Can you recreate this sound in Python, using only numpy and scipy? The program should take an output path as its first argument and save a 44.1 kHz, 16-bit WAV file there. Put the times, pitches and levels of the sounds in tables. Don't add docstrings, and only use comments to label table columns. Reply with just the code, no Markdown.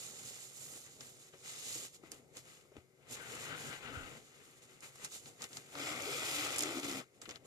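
import sys
import numpy as np
from scipy import signal
from scipy.fft import rfft, irfft, next_fast_len
from scipy.io import wavfile
from scipy.ndimage import uniform_filter1d

SR = 44100
rng = np.random.default_rng(int(sys.argv[2]) if len(sys.argv) > 2 else 0)


def linear_from_db(decibels):
    return 10 ** (np.asarray(decibels, float) / 20)


def dump_mix(stems):
    frames = np.atleast_2d(stems).T
    limited = np.clip(frames, -1, 1)
    pcm = np.round(limited * 32767).astype(np.int16)
    wavfile.write(sys.argv[1], SR, pcm)


N = 328986
T = np.arange(N) / SR
SIZE = next_fast_len(N + 4096)
HZ = np.maximum(np.arange(SIZE // 2 + 1) * SR / SIZE, 1)

# [peak t/s, rise to -20
# dB/s, fall to -20 dB/s, swish level/dB, crumple re swish/dB]
NYLON_STROKES = [(0.0, .1, 0.81, -46, -14), (0.308, 0.22, 0.97, -59, -9), (0.63, 0.36, 0.91, -54.5, -14.5),
                 (0.772, 0.19, 0.037, -53, -9), (0.87, 0.043, 0.06, -69, 3.5),
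                 (1.01, 0.014, 0.056, -54, -5.5), (1.084, 0.11, 0.075, -53.5, -15),
                 (1.282, 0.39, 0.033, -60, -11), (1.338, 0.025, 0.04, -65.5, 3.5),
                 (1.46, 0.043, 0.066, -52.5, -4.5), (1.512, 0.083, 0.31, -46.5, -13),
                 (1.67, 0.047, 0.24, -44, -19.5), (1.852, 0.56, 0.045, -46.5, -12),
                 (1.95, 0.044, 0.036, -54.5, -14), (2.054, 0.046, 0.095, -64, -0.5),
                 (2.122, 0.021, 0.11, -57, -3.5), (2.374, 0.05, 0.054, -53.5, -5.5),
                 (2.48, 0.092, 0.23, -60.5, -4), (2.612, 0.57, 0.042, -65.5, -12),
                 (2.772, 0.073, 0.084, -71.5, 2),
                 (3.129, 0.045, 0.06, -44, -13), (3.19, 0.14, 0.053, -64, 10),
                 (3.29, 0.23, 0.31, -53, -0.5), (3.444, 0.2, 0.11, -48.5, -20),
                 (3.524, 0.29, 0.067, -63, 14.5), (3.6, 0.076, 0.27, -50, -7),
                 (3.74, 0.43, 0.077, -52, 1.5), (3.85, .06, 0.22, -60, 9), (3.992, .3, 0.31, -60.5, 5),
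                 (4.171, .4, 0.04, -62, 0), (4.26, 0.29, 0.13, -62.5, -25), (4.44, 0.37, 0.33, -63.5, -2),
                 (4.586, 0.063, 0.024, -63, -24),
                 (4.632, .03, 0.054, -56, -11), (4.7, 0.054, 0.33, -65.5, -1.5),
                  (4.832, 0.021, 0.12, -51.5, -5.5), (5.056, 0.16, 0.046, -52, -5.5),
                  (5.154, 0.086, 0.061, -46.5, -14.5), (5.278, 0.098, 0.12, -56.5, -8),
                  (5.438, 0.06, 0.048, -49.5, -3), (5.578, 0.12, 0.059, -54, -4.5),
                  (5.74, 0.53, 0.05, -59.5, -5.5), (7.03, 0.033, 0.14, -74.5, 0),
                  (7.15, 0.035, 0.23, -75.5, -1), (7.22, .01, 0.15, -60.5, -3), (7.3, 0.024, 0.058, -58, 3),
                  (7.364, 0.04, 0.022, -57, -2.5), (7.4, .05, .15, -74.5, -2), (7.46, 0.023, .1, -57, -9)]
# [t/s, level/dB]
ARM_MOTION = [(0.0, -3), (0.6, -19), (0.98, 0), (1.68, -12), (2.1, 3.5), (2.49, -4), (2.64, -3),
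              (2.95, -13), (3.26, 6), (3.7, 6), (4.0, 26.5), (4.3, -5), (4.88, 1.5), (5.6, -12), (6.2, 9),
              (6.86, 10), (7.1, -11), (7.46, 2.5)]
# [f/Hz, density/dB]
CLOTH_SPECTRUM = [(35, -20), (60, -12.5), (140, 2), (185, -9), (243, -0.5), (335, -4.5), (473, -1.5),
                  (560, -7.5), (680, -10.5), (984, -13.5), (1420, -12.5), (1790, -9.5), (4170, -12),
                  (5890, -13.5), (6700, -9), (7400, -8), (8300, -8.5), (14400, -20)]
# [t/s, f/Hz, level/dB]
FOLD_POCKET = [
    (3.2, 1575, -47),
    (3.394, 1547, -66),
    (3.52, 1520, -42.5),
    (3.636, 1609, -52.5),
    (3.718, 1567, -46),
    (3.808, 1486, -77),
    (3.826, 1435, -50),
    (3.988, 1465, -45),
    (4.15, 1410, -66),
]
# [t/s, pull level/dB, lean on slider body/dB, whine level/dB]
SLIDER_RUN = [
    (5.72, -63, -10, -62),
    (5.798, -46.5, 0.5, -68),
    (5.87, -49.5, 6.5, -52),
    (6.02, -48, -3.5, -54.5),
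    (6.26, -39, -3.5, -56),
    (6.45, -42.5, 3, -55.5),
    (6.72, -47.5, 0.5, -79),
    (6.99, -46, -4.5, -59),
    (7.045, -71.5, 8, -66),
]
# [t/s, tooth rate f/Hz, hum level/dB, fade to -20 dB either side/s]
TAPE_TENSION = [(5.81, 280, -47, .09), (5.91, 310, -49, .07), (5.975, 255, -50, .07), (6.04, 290, -58, .05),
                (6.095, 412, -43, .08), (6.155, 470, -48, .05), (6.19, 345, -52, .06),
                (6.26, 430, -55, .06), (6.33, 300, -51, .08), (6.394, 295.2, -44, 0.07),
                (6.44, 309.8, -50, .04), (6.53, 295, -53, .1), (6.637, 305, -42, .06),
                (6.675, 312, -46, .06), (6.715, 320, -46, .08), (6.78, 265, -42, .09),
                (6.86, 290, -44, .08), (6.915, 265, -45, .08), (6.97, 255, -44, .08)]
# [f/Hz, density/dB]
SLIDER_SPECTRUM = [(35, -49), (60, -23), (134, -10), (202, -23), (306, -8), (359, -10), (555, -12.5),
                   (637, -13), (800, -14), (1020, -17), (1130, -9.5), (1250, -8), (1430, -4), (1700, -5.5),
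                   (2020, -2), (2400, -0.5), (2900, -6), (3300, -3), (3720, -8.5), (4950, -10), (5900, -11),
                   (7070, -10), (14400, -25)]
# [f/Hz, level/dB, t60/s]
SHELL_MODES = [(1400, -4, 0.0099), (1980, 1, .008), (2530, -3.5, .008), (3300, 0.5, 0.019),
               (4950, -3, 0.0091), (7300, -3.5, .008)]
# [t/s, half width/s, level/dB]
SLIDER_STALL = (6.82, .013, -7)
# [t/s, peak level/dB, ring f/Hz, dull part re peak/dB]
SNAP_TICKS = [(1.0071, -35.5, 4960, -16), (2.117, -29, 7300, -18.5), (2.369, -36.5, 6400, -26),
              (2.766, -44, 2180, -18), (2.036, -57, 2000, -12), (5.408, -46, 4000, 3),
              (5.4195, -31, 5600, -18), (5.4252, -35.5, 5000, -7), (5.4403, -30, 4300, -13),
              (5.443, -42, 4570, -14), (5.4891, -47, 7500, -25), (5.5299, -38, 4940, -14),
              (5.5689, -31.5, 5100, -11), (5.571, -34, 6040, -8), (6.021, -30.5, 7200, -20),
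              (6.5646, -34, 7200, -18), (6.8306, -35, 4100, -20), (6.8942, -43, 7200, -20),
              (7.2549, -39, 3300, -10), (7.2907, -34, 4800, -9), (7.299, -37, 3600, -14),
              (7.3087, -34, 4220, -20), (7.358, -50, 3200, -20), (5.7522, -41, 4200, 6),
              (6.5603, -28.5, 7200, -6.5), (6.5832, -20.5, 7600, -23), (6.5908, -19, 7750, -28),
              (6.6065, -20, 6100, -32), (6.622, -22, 7500, -28), (6.625, -27, 7540, -29),
              (6.6338, -21, 5800, -30), (7.357, -36.5, 3300, -28)]
RING_TICKS = [(3.351, -36.5, 6940, -13), (4.805, -46.5, 7100, -29), (4.9550, -45.5, 7450, -8.5),
              (5.0455, -29.5, 6650, -14), (5.0513, -36.5, 7100, -16), (5.1177, -46, 6580, -15),
              (5.2572, -44.5, 3940, -6), (6.796, -35, 7030, -24), (6.845, -34, 6400, -8),
              (6.9127, -34, 5440, -23), (7.215, -39, 5500, -12), (7.258, -42, 2180, -18),
              (7.314, -42, 2600, -14)]
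# [t/s, peak level/dB, f/Hz, t60/s]
SPLIT_RING = (7.2165, -52, 7677, .12)
# [t/s, peak level/dB, f/Hz, t60/s]
SOFT_BUMPS = [(0.129, -59, 398, 0.078), (0.306, -55, 407, 0.077), (1.337, -55, 377, 0.15),
              (1.757, -49, 323, 0.12), (2.035, -45, 333, 0.044), (2.123, -50, 299, 0.075),
              (2.718, -52, 405, 0.053), (2.756, -53, 424, 0.04), (2.765, -42, 300, 0.04),
              (2.78, -53.5, 83.5, 0.1), (5.038, -57, 144, 0.13), (7.276, -50, 300, 0.044),
              (7.285, -47, 322, 0.04), (7.313, -50, 330, 0.046), (2.65, -59, 350, .08),
              (2.37, -53.5, 298, 0.066)]
# [t/s, peak level/dB, f/Hz, t60/s]
CASE_KNOCK = (3.969, -38, 100, .065)
# [f/Hz, density/dB]
AIR_SPECTRUM = [(35, -44), (60, -37), (134, 0), (176, -9), (285, -17), (376, 2.5), (421, -6), (731, -24),
                (984, -26), (1800, -25), (2200, -19), (2600, -28.5), (7070, -26), (14400, -34)]
# [t/s, level/dB]
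PHONE_PAN = [
    (0.0, 1),
    (1.2, 3),
    (2.74, 4.5),
    (3.5, 3.5),
    (4.24, 4),
    (5.6, 3.5),
    (6.5, 3),
    (7.46, 4),
]
# [f/Hz, level/dB]
PORT_COLOUR = [(60, -3), (125, 5), (300, 5), (700, 4), (1300, 7), (2400, 11.5), (4400, 5.5), (5800, -1),
               (6600, -13), (7300, -11), (7900, -3.5), (8600, -2.5), (11000, 1), (15000, 2.5)]
# [f/Hz, share/0-1]
PORT_SHARE = [(30, 0.31), (100, 0.66), (300, 0.86), (600, 0.78), (1200, 0.62), (2400, 0.7), (6000, 0.38),
              (15000, 0.28)]
# [f/Hz, level/dB]
CASE_COLOUR = [(600, -2), (750, 1.5), (1000, 0), (1150, 3), (1300, 1.5), (1450, 0.5), (1750, -2.5),
               (2200, 1), (2600, -1.5), (8500, -1), (10000, -4.5), (12000, -5.5), (14300, -9.5)]


def cloth():
    flap_db, flap_share = -3, 0.85
    sway_db, sway_share = -68, 0.67
    strokes = NYLON_STROKES
    (motion_db,), _ = curves(ARM_MOTION)
    swishes = swell([row[:-1] for row in strokes])
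    folds = swell([(s, rise, fall, db + over) for s, rise, fall, db, over in strokes])
    shoves = swell([(s, rise, fall, db + flap_db + flap_share * over) for s, rise, fall, db, over in strokes])
    fibres = grains(spread_db=2.5, patch_db=1.5, patch_rate=30)
    weave_db = 1.02 * walk(7)
    coarse = colour(fibres, CLOTH_SPECTRUM, 3090, 6620) * linear_from_db(weave_db - 3.5)
    fine = colour(fibres, CLOTH_SPECTRUM, lo_hz=6100) * linear_from_db(-weave_db)
    swish = 0.63 * (coarse + fine)
    crumple = colour(grains(spread_db=5.5, patch_db=1.0, patch_rate=18), CLOTH_SPECTRUM, 766, 3520)
    flap = colour(grains(spread_db=4.5, patch_db=2.0, patch_rate=14), CLOTH_SPECTRUM, hi_hz=866)
    sway = np.hypot(shoves, linear_from_db(sway_db + sway_share * motion_db))
    return swish * linear_from_db(1.0) * swishes + crumple * folds * linear_from_db(-1.46) + flap * sway


def fold():
    taut_s = 3.84
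    (hz, db), on = curves(FOLD_POCKET)
    pocket = whine(hz, width_hz=490)
    overtone = 0.44 * whine(1.95 * hz, width_hz=810)
    drum = 0.62 * (T > taut_s) * whine(0.18 * hz, width_hz=70)
    return on * linear_from_db(db - 9.0) * (pocket + overtone + drum)


def zip_run():
    pull_ref_db = -46.5
    body_ref_db, body_share = -45.5, 0.44
    shake_ref_db, shake_share = -41, 0.026
    rattle_db, rattle_spread_db = -8, 3.5
    (pull_db, lean_db, whine_db), on = curves(SLIDER_RUN)
    pull_over_db = pull_db - pull_ref_db
    moving_db = np.minimum(pull_over_db + 5.5, 0)
    body_db = body_ref_db + lean_db + body_share * pull_over_db + moving_db - pull_db
    shake_db = shake_ref_db + shake_share * pull_over_db + moving_db - pull_db
    whine_db = whine_db + moving_db - pull_db
    whine_hz = 2320 + 35 * pull_over_db - 150 * (T - SLIDER_RUN[1][0])
    judder = np.where(T < 6.62, 0.12, 0.34)

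    midway_s = np.convolve([row[0] for row in TAPE_TENSION], [.5, .5], "valid")
    tooth_hz = np.array(TAPE_TENSION)[np.searchsorted(midway_s, T), 1]
    tooth_hz = uniform_filter1d(tooth_hz, size=600)
    taut = swell([(s, fade, fade, db) for s, _, db, fade in TAPE_TENSION])
    teeth = np.cumsum(tooth_hz * (1 + .022 * walk(45) + .07 * walk(400))) / SR
    count = np.floor(teeth).astype(int)
    odd = count % 2
    size = linear_from_db(rng.standard_normal(N)[count] - odd)

    knocks = unit(np.diff(count, prepend=0) * size * (1 - 2 * odd))
    passing = 2.0 + np.exp(-(teeth % 1) / 1.3)
    scrape = unit(grains(spread_db=1.0, patch_db=-0.2, patch_rate=40) * size * passing)
    hits = knocks * linear_from_db(rattle_spread_db * rng.standard_normal(N))
    rattle = unit(sum(linear_from_db(db + 3.8 * walk(25)) * ring(hits, f, t60) for f, db, t60 in SHELL_MODES))
    rasp = colour(scrape, SLIDER_SPECTRUM, lo_hz=3080)
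    body = colour(scrape - 0.08 * hits, SLIDER_SPECTRUM, 470, 6200)
    shake = colour(scrape - 0.26 * np.abs(knocks), SLIDER_SPECTRUM, hi_hz=880)

    hum = np.sqrt(2) * np.sin(2 * np.pi * teeth) * linear_from_db(1.2 * walk(70))
    hum = hum + 2.0 * judder * np.sin(2 * np.pi * 1.28 * teeth) * linear_from_db(3.5 * walk(50))
    jerk = judder * np.sin(2 * np.pi * np.cumsum(66 * (1 + 0.1193 * walk(19))) / SR)

    scraped = rattle * linear_from_db(rattle_db + .5 * body_db)
    scraped = scraped + rasp * linear_from_db(1.8 * walk(60))
    scraped = scraped + body * linear_from_db(body_db - 8.5 + 1.6 * walk(50))
    scraped = scraped + shake * linear_from_db(shake_db - 10.0)
    scraped = scraped + size * whine(whine_hz, width_hz=700) * linear_from_db(whine_db)
    stall_s, half_s, stall_db = SLIDER_STALL
    caught = linear_from_db(stall_db * np.exp(-((T - stall_s) / half_s) ** 2))
    scraped = caught * linear_from_db(pull_db) * scraped * (1 + 0.23 * jerk)
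    hum = np.sqrt(caught) * hum * taut * linear_from_db(moving_db - 5.0) * (1 + 1.4 * jerk)
    return on * (scraped + hum)


def ticks():
    snap_t60_s, ring_t60_s, room_t60_s = 0.011, 0.031, 0.076
    out, t = np.zeros((3, N + 6000)), np.arange(6000) / SR
    click = 1. * (t == 0)
    events = [(*row, snap_t60_s) for row in SNAP_TICKS] + [(*row, ring_t60_s) for row in RING_TICKS]
    for s, db, hz, dull_db, t60 in events:
        noise = rng.standard_normal((6, len(t)))
        bright = unit(bandpass(noise[:3], 3, hz / 1.65, hz * 1.53))
        dull = unit(bandpass(noise[3:], 2, 350, 2600))
        snap = bandpass(click, 3, hz / 1.65, hz * 1.53)
        edge = 0.85 * np.diff(click, prepend=0) * min(hz / 7000, 1) ** 3
        tone = 0.091 * np.sin(2 * np.pi * hz * t) * decay(t, 0.8 * t60)
        crack = -0.45 * snap / np.abs(snap).max() + edge + tone
        scatter = bright * (0.12 * decay(t, 0.0034) + 0.36 * decay(t, t60) + 0.065 * decay(t, room_t60_s))
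        knock = 0.44 * linear_from_db(dull_db) * dull * decay(t, 2.2 * t60)
        out[:, int((s + .0008) * SR):][:, :len(t)] += linear_from_db(db) * (crack + scatter + knock)
    return out[:, :N]


def chime():
    s, db, hz, t60 = SPLIT_RING
    t = np.maximum(T - s, 0)
    return linear_from_db(db) * np.sin(2 * np.pi * hz * t) * decay(t, t60)


def bumps():
    pat_db, pat_hz = -8, 770
    out, t = np.zeros(N + 8000), np.arange(8000) / SR
    for s, db, hz, t60 in SOFT_BUMPS:
        swing = np.sin(2 * np.pi * hz * t)
        swing = swing + .5 * np.sin(2 * np.pi * 1.47 * hz * t + 6 * rng.random())
        pat = unit(bandpass(rng.standard_normal(len(t)), 1, pat_hz / 4.8, pat_hz * 0.53))
        push = (swing + linear_from_db(pat_db) * pat) * (1 - np.exp(-t / 0.00056)) * decay(t, t60)
        out[int(s * SR):][:len(t)] += linear_from_db(db - 1.5) * push
    return out[:N]


def thump():
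    s, db, hz, t60 = CASE_KNOCK
    t = np.maximum(T - s, 0)
    turn = 2 * np.pi * hz * (.6 * t + .4 * .02 * (1 - np.exp(-t / .02)))
    return -linear_from_db(db) * 2 * np.sin(turn) * (1 - np.exp(-t / .006)) * decay(t, t60)


def grip():
    (motion_db,), _ = curves(ARM_MOTION)
    spectrum = [(10, -3), (30, -1), (60, 0), (200, 6), (400, -9)]  # f/Hz, density/dB
    rumble = colour(rng.standard_normal((2, N)), spectrum, hi_hz=75)
    rumble = linear_from_db(-86.5 + motion_db + np.array([[-1.1], [4.1]])) * rumble
    return rumble + linear_from_db(np.array([[-2.5], [2.5]])) * thump()


def air():
    return linear_from_db(-69) * colour(rng.standard_normal((3, N)) * linear_from_db(.7 * walk(6)), AIR_SPECTRUM)


def near_echo():
    echo_db, echo_t60_s = -13, .025
    t = np.arange(4000) / SR
    tails = rng.standard_normal((2, len(t))) * decay(t, echo_t60_s) * (t > .0005)
    return 1 + linear_from_db(echo_db) * rfft(tails / np.sqrt(np.sum(tails[0] ** 2)), SIZE)


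def ports(x, echo, edge_db):
    lag_s, edge_hz = 8 / SR, 14650
    common, left, right = rfft(x, SIZE)
    alike = on_hz(PORT_SHARE)
    lag = np.exp(-2j * np.pi * HZ * lag_s * np.array([[1], [0]]))
    heard = np.sqrt(alike) * common * lag + np.sqrt(1 - alike) * np.array([left, right])
    top_db = edge_db * np.clip((HZ - edge_hz) / 200, 0, 1)
    heard = heard * echo * linear_from_db(on_hz(CASE_COLOUR) + top_db)
    return irfft(heard * linear_from_db(np.array([[.5], [-.5]]) * on_hz(PORT_COLOUR)), SIZE)[:, :N]


def grains(spread_db, patch_db, patch_rate):
    size_db = spread_db * np.minimum(rng.exponential(size=N), 4)
    slips = rng.standard_normal((3, N))
    patches_db = patch_db * walk(patch_rate) + 0.52 * patch_db * walk(8 * patch_rate)
    return slips * linear_from_db(size_db + patches_db)


def whine(hz, width_hz):
    turn = 2 * np.pi * np.cumsum(hz) / SR
    return np.array([walk(width_hz) * np.sin(turn) + walk(width_hz) * np.cos(turn) for _ in range(3)])


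def ring(x, hz, t60):
    r = decay(1 / SR, t60)
    return unit(signal.lfilter([1, 0, -1], [1, -2 * r * np.cos(2 * np.pi * hz / SR), r * r], x))


def swell(rows):
    flank_bend = 1.415
    t = T[::32]
    power = 0
    for s, rise, fall, db in rows:
        away = np.maximum((s - t) / rise, (t - s) / fall)
        power = power + linear_from_db(2 * db - 40 * away ** flank_bend)
    return np.interp(T, t, np.sqrt(power))


def walk(rate):
    k = int(SR / rate)
    held = rng.standard_normal(N // 32 + 1)[np.arange(N) // k]
    return 1.3 * uniform_filter1d(uniform_filter1d(held, k), k)


def curves(table):
    rows = np.array(table)
    inside = (T >= rows[0, 0]) & (T < rows[-1, 0] + .001)
    return [np.interp(T, rows[:, 0], c) for c in rows.T[1:]], uniform_filter1d(1. * inside, size=300)


def colour(x, points, lo_hz=1, hi_hz=1e6):
    edges = 1 / np.sqrt((1 + (lo_hz / HZ) ** 8) * (1 + (HZ / hi_hz) ** 8))
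    return unit(irfft(rfft(x, SIZE) * linear_from_db(on_hz(points[:-1])) * edges, SIZE)[..., :N])


def on_hz(points):
    hz, value = np.transpose(points)
    return np.interp(np.log(HZ), np.log(hz), value)


def bandpass(x, order, lo_hz, hi_hz):
    return signal.sosfilt(signal.butter(order, [lo_hz, hi_hz], "band", fs=SR, output="sos"), x)


def decay(t, t60_s):
    return np.exp(-np.log(1000) * t / t60_s)


def unit(x):
    return x / np.sqrt(np.mean(x ** 2))


def scene():
    (pan_db,), _ = curves(PHONE_PAN)
    pan_db = pan_db - 3.5
    soft = cloth() + fold() + zip_run() + bumps() + air()
    hard = ticks() + chime()
    echo = near_echo()
    near = ports(soft, echo, edge_db=-42) + ports(hard, echo, edge_db=-14)
    return near * linear_from_db(np.array([pan_db, -pan_db]) / 2 + 1.5) + grip()


def low_pass(x):
    return signal.sosfilt(signal.butter(12, 15680, fs=SR, output="sos"), x)


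def record(dry):
    return low_pass(dry)


dry = scene()
out = record(dry)
dump_mix(out)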